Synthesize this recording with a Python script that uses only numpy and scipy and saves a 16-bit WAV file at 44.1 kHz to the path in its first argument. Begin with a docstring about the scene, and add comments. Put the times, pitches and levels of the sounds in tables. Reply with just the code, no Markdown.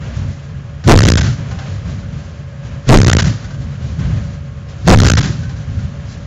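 """A naval deck gun fires three rounds, two seconds apart, over ship rumble and the hiss of wind and sea.
Each blast overloads the microphone: first a hard slam, then sputtering cracks as the air pressure swings
from one limit to the other. A boom and a roar then roll away over the water. Spent cases clank on the
steel deck, machinery whines, and the background swells with each stroke of the gun's gear."""
import sys
import numpy as np
from scipy import signal
from scipy.fft import rfft, irfft, next_fast_len
from scipy.io import wavfile

SR = 44100
rng = np.random.default_rng(int(sys.argv[2]) if len(sys.argv) > 2 else 0)


def persist_wave(psi):
    """Save psi, clipped to +-1, as 16-bit WAV."""
    counts = np.round(np.clip(psi, -1, 1) * 32767).astype(np.int16)
    wavfile.write(sys.argv[1], SR, np.atleast_2d(counts).T)


N = 276110
TIME = np.arange(N) / SR

# The gun's rounds. Each row: arrival of the blast in seconds, level of its boom and roar in dB.
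ROUNDS = [(0.876, 0), (2.888, 0), (4.874, 0.5)]
# The tone colour of each noise. Each row: frequency in Hz, relative level in dB.
RUMBLE_COLOUR = [(20, -25), (35, -22), (55, -8.5), (80, -1.5), (110, -3.5), (145, -4.5), (190, -12.5),
                 (250, -18.5), (320, -33), (600, -49), (1500, -70.5)]
WASH_COLOUR = [(150, -13), (330, -0.5), (450, -1.5), (560, 2), (850, -7), (1150, -5), (1600, -5),
               (2300, -9.5), (3200, -11.5), (4500, -28.5), (7500, -39)]
HISS_COLOUR = [(1000, -22.5), (2500, -8.5), (4000, 2.5), (5200, 0.5), (6500, 1), (7500, -1.5)]
BOOM_COLOUR = [(25, -40.5), (50, -5), (80, 0), (120, 8.5), (170, -2.5), (250, -12.5), (400, -24),
               (800, -48.5)]
ROAR_COLOUR = [(100, -28.5), (300, -5), (600, 0.5), (1000, -3.5), (1550, 3.5), (2300, -4), (4000, -4),
               (6000, -4.5), (7500, -7.5)]
SLAM_COLOUR = [(20, 1.5), (60, -0.5), (130, 3), (250, -3.5), (350, -6), (480, -17), (1200, -23.5),
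               (3000, -40), (7500, -69)]
SPUTTER_COLOUR = [(70, 10), (150, 10.5), (330, 10.5), (480, 2.5), (900, -5.5), (1500, 4.5), (2300, -4),
                  (4200, -3.5), (6000, -4.5), (7500, -5)]
HEAVE_COLOUR = [(15, -28), (24, -6.5), (31, -4), (39, -7), (60, -8.5)]
# Ship, wind and sea while the gun is still: the levels of rumble, wash and hiss in dB.
BACKGROUND_DB = (-28, -44, -55.5)
# Strokes of the loading and aiming gear.
# Each row: start in seconds, length in seconds, then the levels of rumble, wash and hiss in dB.
GEAR_STROKES = [ (0.0, 0.17, -20, -37, -44.5), (1.371, 0.32, -24, -37, -46),
                (1.837, 0.074, -23.5, -40, -47.5), (2.11, .1, -24.5, -42.5, -50),
                (2.617, 0.1, -22.5, -42.5, -52), (3.375, 0.38, -26, -44, -49.5),
                (3.793, 0.1, -23.5, -41, -47), (3.979, .12, -16, -35.5, -43.5),
                (4.676, 0.11, -24.5, -44.5, -49), (5.36, .45, -23.5, -43, -49.5),
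                (5.98, 0.14, -24, -44.5, -50.5)]
# Tones of the ship's machinery and the gun drive. Each row: pitch in Hz, level in dB.
MACHINE_TONES = [(140, -34.5), (446.8, -56), (565.2, -48), (1077, -58.5), (1244, -61), (1637, -56.5)]
# Spent cases and loading gear hitting steel. Each row: start in seconds, level in dB.
STEEL_HITS = [(0.839, -30.5), (1.512, -33.5), (1.588, -32), (3.444, -37), (3.507, -38.5), (3.992, -39.5),
              (5.432, -37.5), (5.494, -35.5), (5.565, -41.5), (5.79, -40)]
# The notes steel rings with. Each row: pitch in Hz, relative level in dB, seconds to fade by 60 dB.
STEEL_NOTES = [(497, -6, .12), (655, 5, 0.058), (780, 6.5, 0.36), (1054, 12, 0.22), (1290, -6, .12),
               (1530, 11, 0.45), (1450, 17.5, 0.15), (1720, -24, .15), (2130, 0, 0.23), (3250, -19, .12),
               (3880, -12.5, .12), (5720, -31, .1)]
# The last pressure swings, which briefly overload the microphone again.
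# Each row: delay in seconds after it first comes free, length in seconds.
LATE_SWINGS = [(0.03, 0.011), (0.051, 0.01), (.066, .003)]

# Seconds after a blast arrives: the slam ends, the swings start, the microphone comes free.
# "Pinned" means pushed to its limit, so that it cannot follow other sounds.
SLAM_S, FIRST_SWING_S, PINNED_S = .07, .0855, .298


def amp(db):
    """Turns decibels into a number to multiply a sound by."""
    return 10 ** (np.asarray(db) / 20)


def unit(x):
    """Scales a signal to an average strength (rms) of 1."""
    return x / np.sqrt(np.mean(x ** 2) + 1e-20)


def noise(colour):
    """Noise of strength 1 with the given tone colour."""
    hz, db = np.transpose(colour)
    size = next_fast_len(N)
    bins = np.fft.rfftfreq(size, 1 / SR) + 1
    shape = amp(np.interp(np.log(bins), np.log(hz), db, left=-np.inf, right=-np.inf))
    return unit(irfft(rfft(rng.standard_normal(size)) * shape, size)[:N])


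def drift(per_s):
    """A wandering curve of strength 1 that heads for a new random value per_s times a second."""
    points = rng.standard_normal(4096)
    return unit(np.interp(TIME * per_s, np.arange(len(points)), points))


def ramp(start, length):
    """Rises from 0 to 1 over the given length in seconds."""
    return np.clip((TIME - start) / length, 0, 1)


def low_pass(x, hz):
    """Steeply cuts the treble above hz."""
    return signal.oaconvolve(x, signal.firwin(161, hz, window=("kaiser", 7), fs=SR), "same")


def ship_and_sea(rise_s=0.021, fall_db_per_s=42.5, lumps_db=2, flicker_db=0.76, spurts_db=2):
    """Lumpy rumble, wash and hiss of ship, wind and sea; all swell with each stroke of the gun's gear."""
    gear = np.zeros((3, N))
    for start, length, *levels in GEAR_STROKES:
        swell = ramp(start, rise_s) * amp(-fall_db_per_s * np.maximum(TIME - start - length, 0))
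        gear = np.hypot(gear, amp(levels)[:, None] * swell)  # hypot adds the powers of two noises
    gear[2] *= amp(spurts_db * drift(24))  # the gear's hiss comes in spurts
    rumble, wash, hiss = np.hypot(gear, amp(BACKGROUND_DB)[:, None])
    low = rumble * amp(lumps_db * drift(9.4)) * noise(RUMBLE_COLOUR)
    flicker = amp(flicker_db * drift(40))
    return low + flicker * (wash * noise(WASH_COLOUR) + hiss * noise(HISS_COLOUR))


def machinery(waver=0.01068, throb_db=2):
    """The ship's machines and the gun drive hum and whine, wavering a little in pitch and strength."""
    out = np.zeros(N)
    for hz, db in MACHINE_TONES:
        turns = np.cumsum(hz * (1 + waver * drift(45))) / SR
        throb = amp(throb_db * drift(16))
        out += amp(db) * unit(throb * np.sin(2 * np.pi * turns))
    return out


def boom_and_roar(hull_db_per_s=800, boom_hold_s=0.41, boom_db_per_s=172.5, roar_db_per_s=128):
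    """Each shot comes through the hull just ahead of its blast, then rolls away over the water."""
    boom, roar = np.zeros((2, N))
    for arrives, db in ROUNDS:
        since = TIME - arrives
        hull_db = hull_db_per_s * since
        boom_fall_db = boom_db_per_s * np.maximum(since - boom_hold_s, 0)
        roar_fall_db = roar_db_per_s * np.maximum(since - PINNED_S, 0)
        boom += amp(db + np.where(since < 0, hull_db - 1.5, -10 - boom_fall_db))
        roar += amp(db + np.where(since < 0, hull_db - 23.5, -14.5 - roar_fall_db))
    roar *= noise(ROAR_COLOUR) * amp(drift(130))  # flutters by about 1 dB
    for arrives, _ in ROUNDS:
        for delay, length in LATE_SWINGS:
            from_swing = TIME - arrives - PINNED_S - delay
            roar *= 1 - np.exp(-(2 * from_swing / length) ** 4)  # chops a short gap
    return boom * noise(BOOM_COLOUR) + roar


def clanks(rattle_fade_s=0.13, ring_db=2):
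    """Cases and gear hit steel: a short rattle, and a ring with a new mix of notes each time."""
    hz, note_db, fade_s = np.transpose(STEEL_NOTES)[:, :, None]
    out, rattle = np.zeros(N), noise(ROAR_COLOUR)
    for start, db in STEEL_HITS:
        first = round(start * SR)
        at = np.arange(first, min(first + SR // 2, N))
        t = TIME[:len(at)]
        strength, detune = rng.standard_normal((len(hz), 2)).T[:, :, None]
        waves = np.sin(2 * np.pi * hz * (1 + .01 * detune) * t)
        notes = amp(note_db - 60 * t / fade_s) * strength * waves
        ring = notes.sum(0) / np.linalg.norm(amp(note_db))
        out[at] += amp(db) * (amp(ring_db) * ring + amp(-60 * t / rattle_fade_s) * rattle[at])
    return out


def shock_cracks(count=9, front_s=0.00404, front_db=-5.5, half_length_s=0.0012):
    """The shock front cracks first, then the slam tears at uneven moments."""
    place, louder = rng.uniform(-0.993, 1, (count, 2)).T
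    tear_s = front_s + (FIRST_SWING_S - front_s) * (np.arange(1, count + 1) + place / 2) / (count + 1)
    tear_db = -12 + 4 * louder
    half_lengths = np.full(count + 1, half_length_s)
    return np.column_stack([np.r_[front_s, tear_s], half_lengths, np.r_[front_db, tear_db]])


def swing_cracks(count=13, gap_s=.0141, slowing_s=.00036, jitter_s=0.00062, rebound_chance=.2):
    """The pressure swings to and fro, ever slower, and cracks as it crosses the microphone's range."""
    step = np.arange(2 * count - 1) / 2
    main = step % 1 == 0  # the half steps in between are possible rebounds
    late, longer, louder = rng.standard_normal((len(step), 3)).T
    luck, skew = rng.random((len(step), 2)).T
    step += ~main * (skew - .5) / 2
    delay = FIRST_SWING_S + gap_s * step + slowing_s * step ** 2 / 2
    crest = np.exp(-((delay - 0.218) / 0.026) ** 2)  # cracks are longer and louder near 0.218 s
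    half_length = .0019 * (1 + 1.36 * crest) * np.exp(0.22 * longer)
    db = np.where(main, -12.5, -13) + 4.5 * crest + 3 * louder
    # Rebounds come by chance at first, then every time for a short spell, then stop.
    rebounds = (delay < .207) & ((delay > .174) | (luck < rebound_chance))
    return np.column_stack([delay + jitter_s * late, half_length, db])[main | rebounds]


def bass_cut(x, corner_hz=74):
    """The microphone's steep bass cut turns every jump in pressure into a short, falling thud."""
    return signal.sosfilt(signal.butter(6, corner_hz, "high", fs=SR, output="sos"), x)


def blasts(limit_db=1.5, punch_db=9, crack_db=4, heave_db=-5.5, fray_db=-29, fray_s=0.0065):
    """Each blast slams the microphone between its limits, then pins it with swings that crack."""
    slam = np.tanh(15 * noise(SLAM_COLOUR))  # squashed until its edges are square
    sputter = noise(SPUTTER_COLOUR) * amp(1.5 * drift(700))
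    pressure, early, deep = np.zeros((3, N))
    for arrives, _ in ROUNDS:
        slam_ends, comes_free = arrives + SLAM_S, arrives + PINNED_S
        span = (TIME > arrives) & (TIME < comes_free + .02)
        # Each row is a crack: delay in seconds, half its length in seconds, relative level in dB.
        cracks = np.vstack([shock_cracks(), swing_cracks()])
        delay, half_length, db = cracks.T[:, :, None]
        since = TIME[span] - arrives - delay
        # A crack is a quick flip from limit to limit; noise breaks through and frays out after it.
        flips = np.sin(np.pi / 2 * np.clip(since / (0.61 * half_length), -1, 1))
        swing = flips.prod(0)
        opening = np.cos(np.pi / 2 * np.clip(since / half_length, -1, 1)) ** 2
        opening += amp(fray_db) * (since > 0) * np.exp(-abs(since) / fray_s)
        bursts = (opening * amp(crack_db + db)).sum(0) * sputter[span]
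        handover = ramp(slam_ends, 0.0032)[span]
        slam_then_swing = (1 - handover) * slam[span] * abs(swing) + handover * swing
        held = (ramp(arrives, 0.005) - ramp(comes_free, 0.0076))[span]
        pressure[span] = held * (amp(limit_db) * slam_then_swing + bursts)
        early += ramp(arrives, 0.008) - ramp(slam_ends - .03, 0.12)
        deep += ramp(arrives + 0.01, 0.02) - ramp(slam_ends, 0.07)
    punch = 1 + (amp(punch_db) - 1) * early  # everything is louder at the start of a blast, easing off over about 0.15 s
    heave = amp(heave_db) * deep * noise(HEAVE_COLOUR)  # a deep push that gets past the bass cut
    return punch * (bass_cut(pressure) + heave)


def choke(leak_db=-51):
    """A volume curve: 1 while the microphone can follow the air, near 0 while a blast pins it."""
    pinned = sum(ramp(arrives, 0.0034) - ramp(arrives + PINNED_S - .002, 0.001) for arrives, _ in ROUNDS)
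    return 1 - (1 - amp(leak_db)) * np.clip(pinned, 0, 1)


def scene():
    """Mixes the sounds in mono; each blast chokes all the others while it pins the microphone."""
    return (blasts() + choke() * (boom_and_roar() + ship_and_sea() + machinery() + clanks()))[None]


def record(dry, mic_hz=7550, ceiling=.705, treble_db=-9.5, highest_hz=16500):
    """The microphone loses the high treble and clips loud peaks; the fizz this adds is softened."""
    clipped = np.clip(low_pass(dry[0], mic_hz), -ceiling, ceiling)
    body = signal.filtfilt(*signal.butter(4, 8300, fs=SR), clipped)
    fizz = clipped - body
    return low_pass(body + amp(treble_db) * fizz, highest_hz)[None]


dry = scene()
out = record(dry)
persist_wave(out)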